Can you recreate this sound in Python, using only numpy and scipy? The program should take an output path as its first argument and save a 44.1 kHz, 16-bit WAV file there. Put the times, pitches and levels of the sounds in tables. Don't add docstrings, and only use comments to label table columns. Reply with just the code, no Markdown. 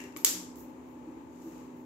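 import sys
import numpy as np
from scipy import signal
from scipy.fft import rfft, irfft, next_fast_len
from scipy.io import wavfile
from scipy.ndimage import map_coordinates

SR = 44100
rng = np.random.default_rng(int(sys.argv[2]) if len(sys.argv) > 2 else 0)


def unload_wav(signal):
    wavfile.write(
        sys.argv[1],
        SR,
        np.round(np.clip(np.atleast_2d(signal).T, -1, 1) * 32767).astype(np.int16),
    )


N = 81585
TOP_HZ = 15750


def amp(db):
    return 10 ** (np.asarray(db) / 20)


def unit(x):
    return x / np.sqrt(np.mean(x ** 2) + 1e-20)


def along(points, hz):
    f, v = np.transpose(points)
    return np.interp(np.log(hz + 1), np.log(f + 1), v)


def pan(db):
    return amp(np.array([[.5], [-.5]]) * db)


def wobble(rate_hz):
    knots = rng.standard_normal(N // 10)
    return map_coordinates(knots, [np.arange(N) * rate_hz / SR + 2], mode="wrap")


def impulse(at_s):
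    offset = np.arange(N) - at_s * SR
    return np.sinc(offset) * np.exp(-(offset / 10) ** 2)


def filtered(x, response):
    size = next_fast_len(N + SR // 2)
    hz = np.fft.rfftfreq(size, 1 / SR)
    return irfft(rfft(x, size) * response(hz), size)[..., :N]


def causal(x, db_of_hz):
    def response(hz):
        cepstrum = irfft(np.log(amp(db_of_hz(hz))))
        lag = np.arange(len(cepstrum))
        fold = 1 + np.sign(len(lag) // 2 - lag) * (lag > 0)
        return np.exp(rfft(cepstrum * fold))
    return filtered(x, response)


def noise(spectrum):
    return unit(filtered(rng.standard_normal((2, N)), lambda hz: amp(along(spectrum, hz))))


def room(x):
    decay = [(300, 0.17), (1200, .52), (3000, 0.43), (6000, .45), (8000, .41), (12000, .36), (16000, .3)]  # f/Hz, T60/s
    colour = [(300, -2), (1200, 1), (3000, 0.5), (5000, 1), (7400, -1), (9200, -0.5), (12500, 1),
              (16000, 1)]
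    balance = [(300, 0), (1200, 1), (3500, 7.5), (6000, 2.5), (8000, 0), (13000, -.5)]  # f/Hz, L-R/dB
    build_s = .006
    bins_hz, t, spectra = signal.stft(rng.standard_normal((2, SR)), SR, nperseg=256)
    fade = np.exp(-np.log(1000) * t / along(decay, bins_hz)[:, None])
    tail = signal.istft(spectra * fade, SR, nperseg=256)[1]
    tail *= 1 - np.exp(-np.arange(tail.shape[1]) / SR / build_s)
    wet = signal.fftconvolve(x, tail / np.linalg.norm(tail[0]), axes=1)[:, :N]
    return filtered(wet, lambda hz: amp(along(colour, hz)) * pan(along(balance, hz)))


def fan():
    tones = [(179.8, -66.5, 6), (249.7, -51, 5.3), (284.1, -59.5, 8.5), (310.9, -58, 8.6),
             (333.6, -60, 6.8), (390.3, -62.5, 20), (858, -67, 10), (891.6, -68.5, 10)]
    air_spectrum = [(25, -24), (42, -14.5), (62, 2.5), (85, -2), (140, 2), (205, -2.5), (270, 9.5),
                    (340, 6.5), (430, 0.5), (530, 2), (680, -8), (920, 0), (1100, -6), (1400, -15.5),
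                    (2600, -20.5), (3400, -30), (5200, -32), (7000, -22.5), (9200, -38), (12500, -32),
                    (16000, -35.5)]
    air_correlation = [(60, 0.18), (150, 0.76), (320, .9), (550, .4), (1000, 0), (3000, .1), (12000, 0)]  # f/Hz, L-R correlation
    balance = [(60, 1.5), (300, 0), (600, 0), (1100, 3.5), (2300, 11.5), (4000, 14), (7000, 0.5),
               (12000, -3)]
    air_db, waver_db, tone_side_db = -51, 1.33, -19
    t = np.arange(N) / SR

    def tone(hz, width_hz):
        flutter = amp(2 * wobble(width_hz))
        return unit(flutter * np.sin(2 * np.pi * (hz * t + rng.random()) + wobble(width_hz)))

    def mid_side(hz):
        angle = np.arccos(np.clip(along(air_correlation, hz), -1, 1)) / 2
        return np.array([np.cos(angle), np.sin(angle)])

    side_gain = amp(tone_side_db) * np.array([[1], [-1]])
    hum = sum(amp(db) * (tone(hz, width) + side_gain * tone(hz, width)) for hz, db, width in tones)
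    mid, side = filtered(noise(air_spectrum), mid_side)
    air = amp(air_db + waver_db * wobble(rate_hz=5.9)) * np.array([mid + side, mid - side])
    return filtered(hum + air, lambda hz: pan(along(balance, hz)))


def hum_swells():
    swells = [(0.048, 0.062, 387.3, -50.5), (0.17, 0.087, 300, -48), (0.362, 0.24, 314, -48),
              (0.388, 0.18, 184, -52.5), (.59, .2, 62, -59.5), (1.081, 0.049, 312, -42),
              (1.146, 0.063, 310, -46.5), (1.47, 0.071, 326, -41.5), (1.733, 0.12, 175, -58)]
    t = np.arange(N) / SR
    hum = np.zeros(N)
    for centre_s, length_s, hz, db in swells:
        bell = np.cos(np.pi * np.clip((t - centre_s) / length_s, -.5, .5)) ** 2
        hum += amp(db) * np.sqrt(2) * bell * np.sin(2 * np.pi * hz * t + wobble(rate_hz=16))
    return hum


def rubbing(strokes, spectrum):
    grain_hz, grain_db, left_db = 320, 3.5, 2.5
    t = np.arange(N) / SR
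    effort = sum(amp(db) * np.sin(np.pi * np.clip((t - start_s) / length_s, 0, 1))
                 for start_s, length_s, db in strokes)
    rub = effort * unit(noise(spectrum) * amp(grain_db * wobble(grain_hz)))
    return pan(left_db) * rub + room(rub)


def sleeve_rustle():
    strokes = [(1.25, 0.45, -65.5)]  # t/s, length/s, level/dB
    spectrum = [(800, 4), (2500, -7), (5000, -4), (7000, 6), (9200, -11.5), (12500, -1.5), (16000, -17)]  # f/Hz, density/dB
    return rubbing(strokes, spectrum)


def finger_slides():
    strokes = [(.555, .075, -55), (.82, .14, -75), (1.41, .1, -65), (1.72, .12, -74)]  # t/s, length/s, level/dB
    spectrum = [(1000, -21), (4500, -11), (7200, 3), (9200, -14), (12500, 7), (14500, 3.5), (16000, 4)]  # f/Hz, density/dB
    return rubbing(strokes, spectrum)


def cap_scrape():
    strokes = [(-.06, 0.091, -45)]  # t/s, length/s, level/dB
    spectrum = [(500, -7.5), (1300, -9), (1900, 5), (2450, -3.5), (2700, 7.5), (2950, -4.5), (3400, -12.5),
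                (5000, -12), (7200, -2.5), (9000, -17.5), (12500, -13.5), (16000, -22)]
    return rubbing(strokes, spectrum)


def contact(at_s, db, tilt_db_oct, low_db, top_db):
    cap_modes = [(1200, 300, 5), (2300, 430, 1), (3300, 600, 2.5), (7280, 1100, 6), (12850, 1700, 5.5)]  # f/Hz, width/Hz, lift/dB
    crack_spectrum = [(150, -29), (450, -5.5), (700, -17), (1200, -17.5), (2000, -13), (4000, -11.5),
                      (5000, -7.5), (6400, -5), (8100, -7.5), (9200, -16), (10500, -12), (12000, -8.5),
                      (14000, -14), (15200, -16.5), (16000, -22)]
    pivot_hz, bass_lag_s = 7000, .0004

    def colour_db(hz):
        rings = [1 / (1 + (2 * (hz - centre) / width) ** 2) for centre, width, _ in cap_modes]
        body = along(crack_spectrum, hz) + sum(ring * mode[2] for ring, mode in zip(rings, cap_modes))
        touch = low_db * (rings[0] + rings[1]) + top_db * rings[-1]
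        tilt = tilt_db_oct * np.log2(np.maximum(hz, cap_modes[0][0]) / pivot_hz)
        return db + body + touch + tilt

    def dispersion(hz):
        return np.exp(-2j * np.pi * bass_lag_s * hz * (1 - hz / TOP_HZ / 2))

    return causal(filtered(impulse(at_s), dispersion), colour_db)


def cap_clicks():
    # t/s, gain/dB, tilt/(dB/oct), lift of two low modes/dB, lift of top mode/dB, L-R/dB
    contacts = [(0.039, -22.5, -3.5, 5.5, 1, 3), (0.124, -33.5, -4, -0.5, -1, 9),
                (0.1638, -15.5, -4, 10, 1.5, 6.5), (0.171, -14, 3.5, 3, 8, 3),
                (0.2473, 16, 1.5, -1, -4, 0.5), (0.5572, -24, 2, 2, -3, 3)]
    direct_left = [(300, 3), (1200, 4), (3500, 5), (5500, 0.5), (7200, -0.5), (8800, -10), (11000, 2.5),
                   (13000, -4.5)]
    direct_right = [(300, -8), (1200, -8), (3500, -8), (5500, -1), (7200, 7.5), (8500, 5), (11000, 2.5),
                    (13000, 7)]
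    strike_gain, seat_gain, seat_s = .72, .25, .00096
    scatter_gain, scatter_t60_s = .69, .017
    clicks = [contact(*row[:-1]) for row in contacts]
    panned = sum(click * pan(row[-1]) for click, row in zip(clicks, contacts))
    t = np.arange(SR // 20) / SR
    envelope = np.exp(-np.log(1000) * t / scatter_t60_s) * (1 - np.exp(-t / seat_s))
    scatter = unit(rng.standard_normal((2, len(t))) * envelope) / np.sqrt(len(t))
    path = strike_gain * (t == 0) + seat_gain * impulse(seat_s)[:len(t)] + scatter_gain * scatter
    near = signal.fftconvolve(panned, path, axes=1)[:, :N]
    left = causal(near[0], lambda hz: along(direct_left, hz))
    right = causal(near[1], lambda hz: along(direct_right, hz))
    return np.array([left, right]) + room(sum(clicks)[None])


def scene():
    friction = cap_scrape() + finger_slides() + sleeve_rustle()
    return friction + cap_clicks() + fan() + hum_swells()


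def record(dry):
    return filtered(np.clip(dry, -1, 1), lambda hz: 1 / (1 + (hz / TOP_HZ) ** 200))


dry = scene()
out = record(dry)
unload_wav(out)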